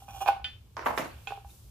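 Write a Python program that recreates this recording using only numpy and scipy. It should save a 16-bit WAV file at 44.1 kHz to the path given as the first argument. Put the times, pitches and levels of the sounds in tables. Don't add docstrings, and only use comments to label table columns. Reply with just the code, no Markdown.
import sys
import numpy as np
from scipy import signal
from scipy.fft import rfft, irfft, next_fast_len
from scipy.io import wavfile

SR = 44100
rng = np.random.default_rng(int(sys.argv[2]) if len(sys.argv) > 2 else 0)


def volts_from_decibels(level):
    exponent = np.asarray(level, float) / 20
    return 10 ** exponent


def persist_wave(psi):
    counts = np.round(np.clip(psi, -1, 1) * 32767).astype(np.int16)
    wavfile.write(sys.argv[1], SR, np.atleast_2d(counts).T)


N = 74970

# pitch_hz, level_db, t60_s
PLATE_MODES = [(797, 5, 0.075), (778, -10.5, 0.16), (878, -14.5, 0.05), (936, -11.5, 0.05),
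               (1010, -6.5, 0.056), (1079.5, -14, 0.11), (1175, -25, 0.052), (1480, -7.5, 0.09),
               (2470, -7.5, 0.064), (2616, -10, 0.064), (2880, -15, 0.015), (3256, -10, 0.023),
               (3440, -23, 0.07)]
PLATE_PAN_DB = -5


def rms_one(x):
    return x / np.sqrt(np.mean(x ** 2) + 1e-20)


def cut(x, hz, kind):
    return signal.sosfilt(signal.butter(2, min(hz, 20000), kind, fs=SR, output="sos"), x)


def pan(db):
    return volts_from_decibels(db * np.array([[.5], [-.5]]))


def at_hz(points, hz):
    points = np.array(points)
    return np.interp(np.log(hz), np.log(points[:, 0]), points[:, 1])


def in_time(rows):
    return np.interp(np.arange(N) / SR, *np.transpose(rows))


def drift(rate_hz):
    pole = np.exp(-80 * np.pi * rate_hz / SR)
    chance = rng.standard_normal(N // 40 + 2002)
    slow = signal.lfilter([1], [1, -2 * pole, pole * pole], chance)[2000:]
    return np.interp(np.arange(N) / 40, np.arange(len(slow)), rms_one(slow))


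def dying(start_s, t60_s, rise_s):
    t = np.arange(N) / SR - start_s
    rise = np.clip(1 + t / rise_s, 0, 1) ** 2
    return np.where(t > 0, volts_from_decibels(-60 * np.abs(t) / t60_s), rise)


def blows(start_s, db, scatter_db):
    rattle_t60_s, rattle_db = 0.02, -29
    clicks = np.zeros(N)
    clicks[(np.array(start_s) * SR).astype(int)] = volts_from_decibels(db + scatter_db * rng.standard_normal(len(start_s)))
    after = signal.lfilter([0, 1], [1, -volts_from_decibels(-60 / (rattle_t60_s * SR))], clicks)
    return clicks + volts_from_decibels(rattle_db) * after * rng.standard_normal(N)


def body(modes, strikes, pan_db):
    spread_db, lag_s, skirt = 1.5, .00008, 1.45
    out = np.zeros((2, N))
    for (hz, db, t60_s), (lean, lag) in zip(modes, rng.standard_normal((len(modes), 2))):
        pole = volts_from_decibels(-60 / (max(t60_s, .003) * SR))
        feedback = [1, -2 * pole * np.cos(2 * np.pi * hz / SR), pole * pole]
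        ring = volts_from_decibels(db) * signal.lfilter([.5, 0, -.5], feedback, strikes(hz) + 1e-18)
        ring = cut(cut(ring, hz * skirt, "low"), hz / skirt, "high")
        late = np.interp(np.arange(N) - abs(lag) * lag_s * SR, np.arange(N), ring)
        sides = np.array([ring, late] if lag > 0 else [late, ring])
        out += sides * pan(pan_db + spread_db * lean)
    return out


def banded(spectrum, shape, alike_plus):
    # pitch_hz, likeness (0 to 1)
    likeness = [(30, 1), (120, 0.94), (400, 0.59), (1000, 0.22), (4000, 0), (12000, 0.0)]
    low, high = spectrum[0][0], spectrum[-1][0]
    edges = np.geomspace(low, high, int(3 * np.log2(high / low)) + 2)
    white = rng.standard_normal((2, 2, N))
    out, power = 0, 0
    for k, (a, b) in enumerate(zip(edges, edges[1:])):
        band = signal.butter(2, [a, b], "band", fs=SR, output="sos")
        mid, side = signal.sosfilt(band, white[k % 2])
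        hz = np.sqrt(a * b)
        alike = np.clip(at_hz(likeness, hz) + alike_plus, 0, 1)
        gain = volts_from_decibels(at_hz(spectrum, hz))
        power += gain ** 2 * np.mean(mid ** 2)
        stereo = np.sqrt(1 + alike) * mid + np.sqrt(1 - alike) * side * [[1], [-1]]
        out = out + gain * shape(hz) * stereo / np.sqrt(2)
    return out / np.sqrt(power)


def plate():
    # start_s, peak_db, brightness_db_per_octave
    knocks = [(0.021, -42, -34), (0.082, -37, -6.5), (0.146, -40.5, -9), (0.164, -39.5, -16),
              (0.177, -37.5, -7), (0.207, -35, 0), (0.212, -29.5, -12.5), (0.216, -30, -14.5),
              (0.221, -31, -6), (0.2275, -30, -18.5), (0.236, -37, -12), (0.261, -19.5, -4),
              (0.268, -25, -7.5), (0.272, -24, -1.5), (0.278, -17, 1), (0.2868, -10, -7.5),
              (0.303, -37, -3), (0.311, -29, -9), (0.324, -38, -12), (0.333, -41, -11), (0.364, -33.5, -20),
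              (0.397, -39.5, -16), (0.417, -50.5, 3), (0.446, -49, -24), (1.272, -33.5, 8.5),
              (1.277, -41, 4.5), (1.306, -28.5, -3.5), (1.321, -26, -8.5), (1.375, -34.5, -22),
              (1.447, -41.5, -14), (1.453, -50.5, -11.5), (1.494, -56.5, 4)]
    # start_s,
    # pitch_hz, peak_db, t60_s
    bumps = [(0.21, 377.4, -46.5, 0.36), (.29, 356, -43, 0.11), (.29, 528, -43, 0.13),
             (0.288, 9500, -51, 0.028), (1.272, 446, -49.5, 0.24), (1.272, 6900, -49.5, 0.098),
             (1.276, 7180, -58, 0.05), (1.306, 432, -39.5, 0.11), (1.31, 3600, -64, 0.064),
             (1.376, 425, -45.5, 0.11), (1.503, 3700, -56.5, 0.065), (1.593, 1127, -68, 0.059),
             (0.977, 5440, -44, 0.043), (1.058, 4000, -54, .06), (1.098, 4030, -60, .05),
             (1.114, 4430, -51, 0.051), (.795, 5800, -60, .03)]
    # start_s, rms_db, t60_s
    sprays = [(0.259, -45, 0.11), (0.276, -37, 0.29), (0.444, -45.5, 0.36), (1.276, -44.5, 0.34),
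              (1.308, -72, 0.35), (1.089, -57, 1), (1.495, -72, 0.25)]
    # pitch_hz, level_db (per Hz)
    spray_colour = [(500, -2), (1000, -4), (2000, 5), (2700, 8.5), (3600, 0), (5000, -6.5), (7000, -29),
                    (11000, -11.5)]

    start_s, peak_db, tilt_db = np.transpose(knocks)

    def strikes(hz):
        return blows(start_s, peak_db - 6.5 + tilt_db * np.log2(max(hz, 800) / 800), scatter_db=1.67)

    out = body(PLATE_MODES, strikes, PLATE_PAN_DB)
    for t, hz, level_db, t60_s in bumps:
        out += body([(hz, level_db, t60_s)], lambda _: blows([t], 0, 0), PLATE_PAN_DB)
    spray = sum(volts_from_decibels(level_db) * dying(t, t60_s, rise_s=0.0012) for t, level_db, t60_s in sprays)
    noise = banded(spray_colour, lambda hz: volts_from_decibels(1.3 * drift(50)), alike_plus=0.073)
    return out + spray * noise * pan(PLATE_PAN_DB)


def drag():
    # start_s, pressure_db, squeal_db
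    pressure = np.array([(0, -63, -61.5), (0.077, -73, -69.5), (0.088, -52, -59.5), (0.202, -56.5, -49),
                         (0.221, -42, -45.5), (0.251, -58.5, -57.5), (0.284, -28.5, -42), (.33, -55.5, -74),
                         (.42, -68, -97.5), (.5, -91, -100.5)])
    # pitch_hz, level_db, t60_s
    jaw_modes = [(2850, -4, .015), (3270, -2, .015), (5850, -3, .015), (7060, -9, .02), (9660, -10, .02),
                 (14300, -2, .015)]
    slips_per_s, tilt_db, rasp_db = 2800, 0.5, -4.5

    sizes = volts_from_decibels(3.7 * np.minimum(rng.exponential(1, (3, N)), 5)) * rng.choice([-1, 1], (3, N))
    happens = rng.random((3, N)) < slips_per_s * volts_from_decibels(4 * drift(40)) / SR
    slips = rms_one(sizes * happens)
    shaken = body(PLATE_MODES, lambda hz: slips[0] * volts_from_decibels(tilt_db * np.log2(hz / 800)), PLATE_PAN_DB)
    rasp = slips[1:] + rng.standard_normal((2, N))
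    rasp = cut(cut(rasp, 2545, "high"), 2545, "high")
    squeal = rms_one(body(jaw_modes, lambda hz: slips[0], PLATE_PAN_DB)) + volts_from_decibels(rasp_db) * rms_one(rasp)
    shaken_gain = volts_from_decibels(in_time(pressure[:, :2]) + 3)
    squeal_gain = volts_from_decibels(in_time(pressure[:, ::2]))
    return shaken_gain * rms_one(shaken) + squeal_gain * squeal


def spanner():
    # start_s, peak_db
    clicks = [
        (0.4436, -24.5),
    ]
    # pitch_hz, level_db, t60_s
    spanner_modes = [(1491, -11, 0.13), (1778, -12, 0.22), (2013, -22, .2), (2466, -6, 0.09),
                     (2520, -12, 0.25), (2645, -14, .12), (2810, -10, .1), (3042, -4, .06), (3079, 3, 0.15),
                     (3180, -2, 0.04), (3488, -6, 0.22), (3650, -6, 0.05), (4597, -10, 0.17),
                     (7070, -22, .15)]
    contact_hz = 4800
    start_s, peak_db = np.transpose(clicks)
    rings = body(spanner_modes, lambda hz: blows(start_s, peak_db - 5.5, scatter_db=1.5), pan_db=-3.5)
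    return cut(rings, contact_hz, "low")


def dropped_part():
    # start_s, peak_db, ring_t60_s, jingle_db, crack_brightness_db_per_octave
    bounces = [
        (0.7678, -27.5, 1, -65.5, 5),
        (0.8603, -14, 0.36, -47.5, 2),
        (0.9767, -18.5, 0.28, -42, 2),
        (1.047, -30.5, 0.14, -58, 0),
    ]
    # pitch_hz, level_db (per Hz)
    colours = [
        [(200, -26), (330, -6.5), (1200, -2), (2200, -13), (3500, -28), (6200, -20.5), (7000, -72.5),
         (9000, -41.5)],
        [(150, -11.5), (330, -18), (640, 0.5), (930, 4), (1300, -7), (2000, -11.5), (4000, -31), (9000, -52)],
        [(130, -4.5), (250, -4), (640, 0.5), (1100, -1), (1550, -1.5), (2500, -9), (5500, -23), (9000, -27.5)],
    ]
    # start_s, level_db (against the bounce before)
    rocking = [(0.793, 5), (0.818, -22), (0.8636, 6), (.8705, 4.5), (0.883, -7), (0.905, -7), (0.982, -2.5),
               (0.995, -15), (1.008, -13.5), (1.058, 0)]
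    # pitch_hz, level_db, t60_s
    part_modes = [(249.4, 3.5, 0.17), (396, -11, 0.078), (534, 1, 0.14), (628, -4, 0.19), (700, -7, 0.053),
                  (927, -6.5, 0.14), (1090, -4, 0.1), (1575, 0, 0.13)]
    # pitch_hz, level_db (per Hz)
    jingle_colour = [(5000, -3.5), (6700, -9), (7400, -1.5), (9300, -10.5), (12000, -1.5), (13500, -2),
                     (15700, -13.5)]
    part_db, part_pan_db = -14.5, -3.5
    slap_db, slap_t60_s, clatter_db = 3, 0.0088, 3
    treble_shortens = 0.027
    rock_t60_s, jingle_t60_s, jingle_lead_s = 0.019, 0.176, 0.026

    start_s, peak_db, ring_t60_s, jingle_db, crack_db = np.transpose(bounces)

    def strikes(hz):
        return blows(start_s, peak_db + part_db + at_hz(colours[1], hz), scatter_db=3.5)

    out = body(part_modes, strikes, pan_db=0)
    for k, next_s in enumerate([*start_s[1:], N / SR]):
        rocks = sum(volts_from_decibels(db) * dying(t, rock_t60_s, rise_s=0.00095)
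                    for t, db in rocking if start_s[k] < t < next_s)
        slap = dying(start_s[k], slap_t60_s, rise_s=0.00038)

        def shape(hz):
            t60_s = ring_t60_s[k] * (hz / 800) ** -treble_shortens
            ring = volts_from_decibels(clatter_db * drift(59)) * dying(start_s[k], t60_s, rise_s=0.0015)
            crack = volts_from_decibels(slap_db + crack_db[k] * np.log2(hz / 800)) * slap
            return ring + crack + rocks

        out += volts_from_decibels(peak_db[k] - 12.5) * banded(colours[min(k, 2)], shape, alike_plus=0.32)
    jingle = sum(volts_from_decibels(db) * dying(t + 0.0045, jingle_t60_s, jingle_lead_s)
                 for t, db in zip(start_s, jingle_db))
    out += jingle * banded(jingle_colour, lambda hz: volts_from_decibels(3.7 * drift(56.0)), alike_plus=0.0)
    return out * pan(part_pan_db)


def garage(x):
    t60_s, wall_cut_hz = 0.3, 4500
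    size = next_fast_len(N + SR)
    w = 2 * np.pi * np.arange(size // 2 + 1) / size
    spectrum, out = rfft(x, size), np.zeros((2, N))
    wall = 1 / (1 + 1j * w * SR / (2 * np.pi * wall_cut_hz * 4))
    for k, lag in enumerate(rng.uniform(.011, .045, 16) * SR):
        loop = volts_from_decibels(-60 * lag / SR / t60_s) * wall * np.exp(-1j * w * int(lag))
        echoes = irfft(spectrum * loop / (1 - loop), size)[:N]
        out[k % 2] += echoes * (-1) ** (k // 2)
    return out


def background():
    # pitch_hz, level_db (per Hz)
    rumble_colour = [(22, -24), (40, -1), (60, 9), (100, 5), (141, -7.5), (200, -8.5), (280, -18),
                     (500, -26.5)]
    # start_s, level_db
    machine_load = [(0, 2), (.4, 1), (.65, -1), (.95, 2), (1.2, 1.5), (1.45, -1.5), (1.7, -4)]
    # pitch_hz, rms_db
    hum_tones = [(63, -61.5), (117, -61)]
    # pitch_hz, level_db (per Hz)
    hiss_colour = [(300, -8.5), (600, -14.5), (800, -15), (1200, -16), (1900, -25.5), (2600, -18),
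                   (6500, -19), (15700, -19)]
    # start_s, level_db
    hiss_gain = [(0, -64.5), (.06, -69), (.17, -71.5), (.3, -63.5), (.4, -77), (.75, -75.5), (.95, -61.5),
                 (1.15, -68), (1.3, -64.5), (1.43, -72.5), (1.51, -61.5), (1.7, -68)]
    rumble_db, hiss_db = -51.5, 6

    t, load_db = np.arange(N) / SR, in_time(machine_load)
    together = drift(0.65)
    lumps = banded(rumble_colour, lambda hz: volts_from_decibels(2.3 * together + 0.77 * drift(12.0)), alike_plus=.0)
    rumble = volts_from_decibels(rumble_db + load_db) * lumps
    hum = sum(volts_from_decibels(db + 2.5 + load_db + 1.8 * drift(5.8)) * np.sin(2 * np.pi * hz * t)
              for hz, db in hum_tones)
    gain_db = in_time(hiss_gain)
    mean_db = gain_db.mean()

    def breathing(hz):
        depth = np.clip(hz / 7000, .3, 1)
        return volts_from_decibels(depth * (gain_db - mean_db) + mean_db + 0.27 * drift(4.1))

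    return rumble + hum + volts_from_decibels(hiss_db) * banded(hiss_colour, breathing, alike_plus=0.034)


def scene():
    dead_hz, dead_width_hz = 1988, 380
    room_db = -16.5
    notch = signal.iirnotch(dead_hz, dead_hz / dead_width_hz, SR)
    metal = signal.lfilter(*notch, plate() + drag()) + spanner()
    part = dropped_part()
    echo = garage((metal + volts_from_decibels(5.0) * part).mean(axis=0))
    return metal + part + volts_from_decibels(room_db) * echo + background()


def roll_off(x):
    return signal.sosfilt(signal.butter(12, 15850, fs=SR, output="sos"), x)


def record(dry):
    mix = signal.sosfilt(signal.cheby2(12, 60, 16150, fs=SR, output="sos"), dry)
    return roll_off(mix)


dry = scene()
out = record(dry)
persist_wave(out)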